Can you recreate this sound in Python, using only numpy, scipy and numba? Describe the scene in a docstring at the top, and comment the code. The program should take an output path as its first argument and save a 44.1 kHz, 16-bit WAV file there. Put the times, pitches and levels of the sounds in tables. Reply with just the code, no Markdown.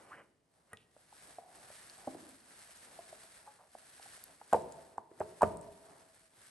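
"""A large dog lies on a rug in a quiet living room and gnaws a hard chew held between its paws.
Over faint room air (noise), tongue and fur hiss and muzzle and paws shuffle (random tiny slips).
Early on a tooth skids with a rising squeak and rasps; then come knocks (short decaying sines), wet clicks
and splinter snaps (noise bursts) and humming drags (tuned slips); near 2.07 s the chew drops on the floor.
Near 4.5 s and 5.4 s quick knocks make a crunch, the floor thumps, and the room echoes on."""
import sys
import numpy as np
from scipy import signal
from scipy.fft import rfft, irfft, next_fast_len
from scipy.io import wavfile
from scipy.ndimage import uniform_filter1d
from numba import njit

SR = 44100
rng = np.random.default_rng(int(sys.argv[2]) if len(sys.argv) > 2 else 0)


def transcribe(u):
    """Save the signal u as a 16-bit wav file named by the first command-line argument.

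    u: samples, shape (n,) or (channels, n), limited to [-1, 1]; the rate is SR.
    q: integer samples, one column per channel.
    """
    v = np.clip(np.atleast_2d(u).T, -1, 1)
    q = np.round(v * 32767).astype(np.int16)
    wavfile.write(sys.argv[1], SR, q)


N = 286632
TIME = np.arange(N) / SR

# Still room air. Each row: frequency in Hz, level in dB.
AIR_COLOUR = [(30, 9.5), (120, 10.5), (250, 9.5), (700, 0), (1500, -18.5), (4000, -12), (8500, -15.5),
              (12500, -36.5)]
AIR_DB = -79
# Scattered sound that differs between the channels. Each row: frequency in Hz, side minus mid in dB.
WIDTH = [(60, -10), (300, -10), (1000, -1.5), (2000, -3.5), (4500, -4), (7000, -6.5), (8500, -19.5),
         (10000, 13), (11500, -7)]

# Strokes of the mouth over the chew; tongue and fur hiss, muzzle and paws shuffle more dully.
# Each row: start of the hold in seconds, hold in seconds, hiss level in dB, shuffle level in dB.
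STROKES = [ (0, 0.096, -67.5, -66), (0.543, .08, -80.5, -82.5), (0.714, 0.037, -74.5, -73.5),
           (0.976, 0.064, -71, -70), (1.182, 0.13, -60, -67.5), (1.555, 0.2, -61.5, -68),
           (1.726, 0.59, -60, -64), (2.515, .47, -59.5, -70), (3.092, 0.28, -60.5, -71.5),
           (3.46, 0.075, -67, -68), (3.786, 0.17, -62, -74), (4.03, 0.13, -57, -67.5),
           (4.28, 0.054, -65, -70.5), (4.538, 0.036, -58, -68), (4.716, 0.11, -65.5, -60.5),
           (5.21, 0.1, -65, -61.5), (5.416, 0.053, -59.5, -59.5), (5.638, 0.38, -67, -65),
           (6.145, 0.057, -66.5, -70), (6.416, 0.081, -62, -80)]
STROKE_RISE_S, STROKE_FALL_S = 0.077, 0.11  # time constants
REST_HISS_DB, REST_SHUFFLE_DB = -91, -90.5  # the mouth at rest
# Tone of the hiss. Each row: frequency in Hz, level in dB.
RUB_COLOUR = [(60, -0.5), (200, -6.5), (350, -12), (650, -4.5), (1100, -3.5), (1700, 1.5), (2400, -4.5),
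              (3300, -6.5), (4300, -4.5), (6800, -7.5), (7600, -4), (8400, 1.5), (9600, -3), (11300, -0.5),
              (12500, -53)]
# Tone of the shuffle. Each row: frequency in Hz, level in dB.
SHUFFLE_COLOUR = [(40, -6.5), (90, 1), (250, 5), (750, 7), (1400, -3), (2100, -11), (3200, -50),
                  (7000, -30)]

# A tooth skids along the chew: the squeak has SKID_HZ at SKID_S and rises steadily within its range.
SKID_S, SKID_HZ, SKID_RISE_HZ_PER_S, SKID_RANGE_HZ = 0.1178, 1104, 22200, (720, 1930)
SKID_DB = -42  # before the contact gain in scene()
SKID_ATTACK_S, SKID_HOLD_S, SKID_FADE_S = 0.0051, 0.007, 0.015

# Dry rasps of teeth dragged over the chew, building until the tooth slips off.
# Each row: time of the slip in seconds, build time in seconds, level in dB before the contact gain.
RASPS = [(.205, 0.13, -54), (.725, 0.018, -62)]
RASP_RELEASE_S = 0.021
# Tone of the rasp. 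Each row: frequency in Hz, level in dB.
RASP_COLOUR = [(200, -2), (700, 0.5), (1400, 0), (2100, -3.5), (2500, -11), (3000, -8.5), (3600, -33),
               (8000, -36)]

# Knocks of teeth on the chew, and of the chew dropped on the floor near 2.07 s; a crunch is a quick run.
# Each row: start in seconds, peak of the ringing in dB before the contact gain,
# pitch in Hz, ring time in seconds, crumbling grit in dB relative to that peak.
KNOCKS = [ (.7303, -41.5, 750, 0.0014, -9), (.7325, -44.5, 1904, 0.0099, -3.5),
          (.965, -48.5, 583, 0.0024, -17), (1.1256, -47, 845, 0.0036, -23), (1.3842, -35, 700, 0.0058, -24),
          (1.7022, -44.5, 604, 0.0038, -6.5), (2.0727, -30.5, 596, 0.0066, -32),
          (2.0738, -31.5, 785, 0.009, -33), (2.0742, -34, 261.6, 0.016, -26),
          (2.1465, -42.5, 700, 0.0037, -30), (2.151, -37.5, 333, 0.0049, -39),
          (2.989, -37, 670, 0.011, -38), (3.1269, -40.5, 644, 0.006, -25), (3.4738, -43, 846, 0.026, -31),
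          (3.7508, -36.5, 710, 0.002, -22), (3.9966, -46.5, 780, .0022, -18),
          (4.059, -47.5, 780, 0.0045, -11), (4.1762, -51, 665, .0036, -17.5),
          (4.4135, -41, 856, 0.0036, -13.5), (4.528, -15, 900, 0.00084, -15.5),
          (4.5325, -10, 712, 0.0022, -40), (4.5418, -15.5, 890, 0.0069, -37.5),
          (4.5465, -16, 488, 0.0034, -27), (4.5525, -27.5, 514, 0.0044, -33),
          (4.562, -26.5, 737, 0.0066, -33), (4.9809, -24.5, 877, 0.0014, -43.5),
          (5.114, -45, 370, 0.0054, -15), (5.204, -24.5, 635, 0.0083, -17), (5.2085, -30, 398, 0.0054, -23),
          (5.2132, -27, 853, 0.0036, -22.5), (5.409, -26.5, 915, 0.033, -16.5),
          (5.4183, -10.5, 937, 0.0059, -19.5), (5.4305, -9, 648, 0.0018, -17),
          (5.4345, -16, 426, 0.0039, -35.5), (5.4351, -20.5, 1196, .0033, -38)]
# What each knock rings with. Each row: multiple of the pitch, level in dB, share of the ring time.
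CHEW_MODES = [(1, 3.5, 0.74), (.62, -11.5, 0.94), (1.36, -14, 0.85), (1.85, -13.5, 0.14),
              (2.9, -41.5, 0.55)]
# Tone of the crumbling grit. Each row: frequency in Hz, level in dB.
GRIT_COLOUR = [(150, 1), (900, -1), (1500, 3), (2000, -7.5), (2500, -12), (3300, -26.5), (5000, -38),
               (12000, -21.5)]
# Light nibbles at random moments, louder while the mouth works, each a small knock.
# NIBBLE_DB is relative to the stroke gain; level and pitch then scatter.
NIBBLES_PER_S, NIBBLE_DB, NIBBLE_HZ, NIBBLE_RING_S, NIBBLE_GRIT_DB = 3, 1, 695, 0.0039, -18.5

# Splinters snapping and wet clicks of the lips.
# Each row: start in seconds, peak in dB before the gain in snaps(), centre in Hz.
SNAPS = [ (.7323, -37, 9700), (0.771, -44, 2830), (1.8975, -40.5, 4480), (1.9803, -41.5, 9000),
         (2.291, -38, 9500), (2.7721, -46, 7540), (4.0273, -40.5, 4620), (4.2389, -30.5, 10500),
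         (4.5311, -27.5, 7850), (4.5322, -32, 2200), (4.7222, -39.5, 7200), (4.9784, -48, 8900),
         (5.1995, -42, 8600), (5.4185, -39.5, 2900), (5.4204, -28, 8900), (5.43, -32, 8200),
         (5.5705, -37.5, 8500), (5.612, -41, 8350)]
# Fainter wet clicks at random moments; CLICK_DB is relative to the stroke gain, before the same gain.
CLICKS_PER_S, CLICK_DB, CLICK_HZ = 3, 14.5, 9000

# The tooth drags on the chew and keeps it humming.
# Each row: start in seconds, fade time in seconds, first pitch in Hz, last pitch in Hz,
# width of the resonance in Hz, level in dB before its envelope and the contact gain.
DRAGS = [(.775, 0.048, 2700, 2980, 1400, -70), (1.39, 0.15, 723, 746, 154, -62),
         (1.96, 0.12, 800, 730, 200, -61), (2.09, 0.15, 330, 248, 110, -55),
         (3.0, 0.072, 690, 664, 70, -67), (3.135, 0.14, 644, 674, 110, -70.5),
         (3.459, 0.023, 835, 855, 537, -58.5), (3.585, 0.052, 790, 740, 540, -59.5)]

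# Low thumps of the floor under hard bites and under the dropped chew.
# Each row: start in seconds, peak in dB before the contact gain.
THUMPS = [(2.078, -72), (4.546, -42.5), (5.207, -48.5), (5.434, -29.5)]
# Ringing of the floor. Each row: frequency in Hz, level in dB, time to fall by 60 dB in seconds.
FLOOR_MODES = [(66, 4, 0.065), (86.6, -1, 0.16), (115, -0.5, 0.12), (161, -3.5, 0.22), (190, -7, 0.29),
               (277.3, 0.5, 0.11), (420.7, -3, 0.18)]

# The room's tail. Each row: frequency in Hz, level in dB, time to fall by 60 dB in seconds.
ROOM_TAIL = [(59, 7.5, 1.0), (150, 8, 0.91), (399, 7, 0.91), (755, -3, 0.88), (1500, -3, 0.65),
             (3000, -3, 1.5), (8000, -1.5, .6), (14000, -14, .4)]
# Standing waves. Each row: frequency in Hz before scatter, level in dB, time to fall by 60 dB in seconds.
ROOM_MODES = [(276, -2.5, 0.33), (320, -1, 1), (368, 1, 1.5), (415, 0, 1.2), (522, -8, .86), (652, -4, 1.8),
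              (673, -1, 0.96), (723, -5.5, 0.67), (840, -9, .6), (914, 0, 0.95), (990, -1.5, 0.8),
              (1200, -7, .7)]
TOP_HZ = 12000  # the top is cut above this


def undb(db):
    """Decibels to gain."""
    return 10 ** (np.asarray(db) / 20)


def unit(x):
    """Scale to an rms of 1."""
    return x / np.sqrt(np.mean(x ** 2))


def colour(x, points):
    """Filter by a spectrum of (Hz, dB) points, and thin the bass below half the first frequency."""
    hz, db = np.transpose(points)
    size = next_fast_len(len(x), True)
    f = np.maximum(np.fft.rfftfreq(size, 1 / SR), 1)
    low_cut = 1 / np.sqrt(1 + (hz[0] / 2 / f) ** 4)
    gain = undb(np.interp(np.log(f), np.log(hz), db)) * low_cut
    return irfft(rfft(x, size) * gain, size)[:len(x)]


def add(track, s, sound):
    """Mix a sound into a track at time s."""
    i = int(s * SR)
    track[i:i + len(sound)] += sound[:N - i]


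def ring(modes, t):
    """Decaying sines from rows of (Hz, dB, seconds to fall by 60 dB)."""
    return sum(undb(db - 60 * t / t60) * np.sin(2 * np.pi * hz * t) for hz, db, t60 in modes)


def walk(rate):
    """Random levels, about `rate` new ones a second, smoothed twice and scaled to an rms of 1."""
    k = int(SR / rate)
    steps = np.repeat(rng.standard_normal(N // k + 1), k)
    smooth = uniform_filter1d(uniform_filter1d(steps, k), k)
    return unit(smooth[:N])


def spread(x):
    """Scattered sound, opposite in the two channels."""
    return colour(x, WIDTH) * np.array([[1], [-1]])


def stereo(mid, side):
    """Left and right: a shared sound plus a scattered one."""
    return mid + spread(side)


def ports(x, lag_s, pan_db):
    """A close source reaches the right microphone a moment after the left; positive pan favours left."""
    taps = np.arange(-12, 13) - lag_s * SR
    # a windowed sinc delays by a fraction of a sample
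    late = np.convolve(x, np.sinc(taps) * np.exp(-(taps / 5) ** 2), "same")
    return np.array([x * undb(pan_db / 2), late * undb(-pan_db / 2)])


@njit
def resonate(x, hz, width):
    """State-variable band-pass whose centre may move."""
    y, b, l = np.empty(len(x)), 0., 0.
    for i in range(len(x)):
        g, k = np.tan(np.pi * hz[i] / SR), width / hz[i]
        v = (b + g * (x[i] - l)) / (1 + g * (g + k))
        b, l, y[i] = 2 * v - b, l + 2 * g * v, k * v
    return y


def grains(per_s, spread_db):
    """Tiny slips at random moments, a few much larger than the rest."""
    chance, size = rng.random(N), rng.standard_normal(N)
    slips, hit = np.zeros(N), chance < per_s / SR
    slips[hit] = np.sign(size[hit]) * undb(spread_db * np.minimum(size[hit] ** 2, 5))
    return unit(slips)


def swell(start_s, hold_s, rise_s, fall_s):
    """Exponential rise up to the start, a hold, an exponential fall."""
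    before = np.maximum(start_s - TIME, 0)
    after = np.maximum(TIME - start_s - hold_s, 0)
    return np.exp(-before / rise_s - after / fall_s)


def effort(axis, rest_db):
    """Gain of a friction sound over time: the strokes, at the levels in one column, over a resting level."""
    power = undb(rest_db) ** 2
    for row in STROKES:
        stroke = undb(row[axis]) * swell(row[0], row[1], STROKE_RISE_S, STROKE_FALL_S)
        power = power + stroke ** 2
    return np.sqrt(power)


def chance_events(per_s, press, db, hz, scatter_db=3.0, detune=0.09):
    """Rows of (s, dB, Hz) at random moments, as strong as the mouth is pressing, give or take a scatter."""
    draws = rng.random((64, 3))[:int(per_s * N / SR)]
    events = []
    for when, size, pitch in draws:
        press_db = 20 * np.log10(press[int(when * N)])
        level_db = db + press_db + scatter_db * (2 * size - 1)
        events.append((when * N / SR, level_db, hz * (1 + detune * (2 * pitch - 1))))
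    return events


def air():
    """The faint steady hush of the room: coloured noise."""
    mid, side = (unit(colour(rng.standard_normal(N), AIR_COLOUR)) for _ in range(2))
    return undb(AIR_DB) * stereo(mid, side)


def rubbing(press, flicker_db=1.08, waver_db=-0.24, lag_s=.000018):
    """Hairs and tongue catch and release in a dense, fine crackle."""
    near, scattered = (unit(colour(grains(9000, 3.03), RUB_COLOUR)) for _ in range(2))
    hiss = ports(near, lag_s, pan_db=-0.3) + spread(scattered)
    return hiss * press * undb(flicker_db * walk(60) + waver_db * walk(12))


def shuffling(flicker_db=-0.6, waver_db=3.84):
    """Soft, uneven friction of muzzle and paws."""
    mid, side = (unit(colour(grains(4000, 1.2), SHUFFLE_COLOUR)) for _ in range(2))
    level = effort(axis=3, rest_db=REST_SHUFFLE_DB)
    return stereo(mid, side) * level * undb(flicker_db * walk(45) + waver_db * walk(12))


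def skid(width_hz=300.0, rough_db=3):
    """Stick-slip pulses through a resonance that rises as the tooth slides."""
    slips = grains(2400, 1.3)
    hz = np.clip(SKID_HZ + SKID_RISE_HZ_PER_S * (TIME - SKID_S), *SKID_RANGE_HZ)
    squeak = unit(resonate(resonate(slips, hz, width_hz), hz, width_hz))
    squeak = squeak * undb(rough_db * walk(300))  # an uneven level
    return squeak * undb(SKID_DB) * swell(SKID_S, SKID_HOLD_S, SKID_ATTACK_S, SKID_FADE_S)


def rasps():
    """Dense dry slips of dragged teeth, swelling until the tooth lets go."""
    rasp = unit(colour(grains(5000, 1.5), RASP_COLOUR))
    scrape = sum(undb(db) * swell(s, 0, build_s, RASP_RELEASE_S) for s, build_s, db in RASPS)
    return rasp * scrape


def knocks(press, contact_s=0.0012, scatter=0.073, grit_s=0.0056, creak_s=0.012, creak_db=-36):
    """Each knock builds over the contact time and rings briefly, with a burst of grit."""
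    out, t = np.zeros(N), TIME[:SR // 8]
    onset = 1 - np.exp(-(t / contact_s) ** 2)
    lead = int(creak_s * SR)
    crumbs = unit(colour(grains(4000, 1.4), GRIT_COLOUR))
    events = chance_events(NIBBLES_PER_S, press, NIBBLE_DB, NIBBLE_HZ)
    nibbles = [(*row, NIBBLE_RING_S, NIBBLE_GRIT_DB) for row in events]
    for s, db, hz, ring_s, grit_db in KNOCKS + nibbles:
        # all modes but the first are detuned at random for every knock
        weaker = np.arange(len(CHEW_MODES)) > 0
        detune = 1 + scatter * rng.standard_normal(len(CHEW_MODES)) * weaker
        body = sum(undb(mode_db) * np.exp(-t / (ring_s * share)) * np.sin(2 * np.pi * hz * ratio * d * t)
                   for (ratio, mode_db, share), d in zip(CHEW_MODES, detune))
        body = -onset * body / np.abs(onset * body).max()
        # each knock takes its own stretch of crumbling
        grit = undb(grit_db) * np.roll(crumbs, -int(s * SR))[:len(t)] * np.exp(-t / grit_s)
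        add(out, s, undb(db) * (body + grit))
        # a faint creak leads up to the knock
        creak = np.roll(crumbs, int(s * SR))[:lead] * np.linspace(0, 1, lead) ** 2
        add(out, max(s - creak_s, 0), undb(db + creak_db) * creak)
    return out


def snaps(press, fade_s=0.0014, relative_width=0.28, gain_db=-3):
    """Sharp cracks about a millisecond long: noise bursts, each with its own centre frequency."""
    out, t = np.zeros(N), TIME[:SR // 50]
    for s, db, hz in SNAPS + chance_events(CLICKS_PER_S, press, CLICK_DB, CLICK_HZ):
        burst = rng.standard_normal(len(t)) * np.exp(-t / fade_s)
        crack = resonate(burst, np.full(len(t), float(hz)), float(hz * relative_width))
        add(out, s, undb(db + gain_db) * crack / np.abs(crack).max())
    return out


def drags(attack_s=0.0044):
    """Fine friction rings one resonance, which shifts as the grip slackens."""
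    out, t = np.zeros(N), TIME[:SR // 2]
    slips = grains(4000, 1.4)
    for s, fade_s, first_hz, last_hz, width_hz, db in DRAGS:
        hz = last_hz + (first_hz - last_hz) * np.exp(-t / fade_s)
        friction = slips[int(s * SR):][:len(t)]
        hum = resonate(resonate(friction, hz, float(width_hz)), hz, float(width_hz))
        envelope = (1 - np.exp(-t / attack_s)) * np.exp(-(t / fade_s) ** 2 / 2)
        add(out, s, undb(db) * unit(hum) * envelope)
    return out


def thumps(push_s=0.003):
    """The floor answers hard bites and the dropped chew with low decaying sines."""
    out, t = np.zeros(N), TIME[:SR // 2]
    boom = ring(FLOOR_MODES, t) * (1 - np.exp(-t / push_s))
    for s, db in THUMPS:
        add(out, s, undb(db) * boom / np.abs(boom).max())
    return out


def reflections(t, early_db=9, early_s=0.017, gap_s=0.001):
    """Dense echoes: a quick cluster from floor and furniture, then a long tail from the walls."""
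    hz, db, t60 = np.transpose(ROOM_TAIL)
    f = np.log(np.maximum(np.fft.rfftfreq(len(t), 1 / SR), 1))
    noise = rfft(rng.standard_normal(len(t)))
    tail = 0
    # overlapping bands of noise, each fading at its own pace
    for band, level_db, decay in zip(np.eye(len(hz)), db, t60):
        band_noise = irfft(noise * np.interp(f, np.log(hz), band), len(t))
        tail = tail + band_noise * undb(level_db - 60 * t / decay)
    early = 1 + undb(early_db) * np.exp(-t / early_s)
    return tail * early * (1 - np.exp(-(t / gap_s) ** 2))


def room(x, tail_db=-50.0, modes_db=-77, cluster=0.01192, count=3):
    """Diffuse echoes and standing waves, which come in close clusters that beat as they fade."""
    t = TIME[:2 * SR]
    waves = np.zeros(len(t))
    for hz, db, t60 in ROOM_MODES:
        for _ in range(count):
            near_hz = hz * (1 + cluster * rng.standard_normal())
            waves += rng.choice([-1, 1]) * ring([(near_hz, db, t60)], t)
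    response = undb(tail_db) * stereo(reflections(t), reflections(t)) + undb(modes_db) * waves
    return signal.fftconvolve(x[None], response)[:, :N]


def scene(contact_db=-1.6):
    """The dog is close to the microphones; contacts and cracks also fill the room."""
    press = effort(axis=2, rest_db=REST_HISS_DB)
    background = air() + rubbing(press) + shuffling()
    contacts = undb(contact_db) * (skid() + rasps() + knocks(press) + drags() + thumps())
    cracks = snaps(press)
    # contacts are slightly louder on the right, though they reach it slightly later
    direct = ports(contacts, lag_s=.00005, pan_db=-0.9) + ports(cracks, lag_s=.00002, pan_db=0.0)
    return background + direct + room(contacts + cracks)


def record(dry, notch_hz=10300, notch_q=12, low_cut_hz=52):
    """The microphone thins the deepest bass, has a narrow dip in the treble, and the top is cut."""
    thinned = signal.sosfilt(signal.butter(2, low_cut_hz, "high", fs=SR, output="sos"), dry)
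    dipped = signal.lfilter(*signal.iirnotch(notch_hz, notch_q, fs=SR), thinned)
    return signal.sosfilt(signal.ellip(8, .2, 70, TOP_HZ, fs=SR, output="sos"), dipped)


dry = scene()
out = record(dry)
transcribe(out)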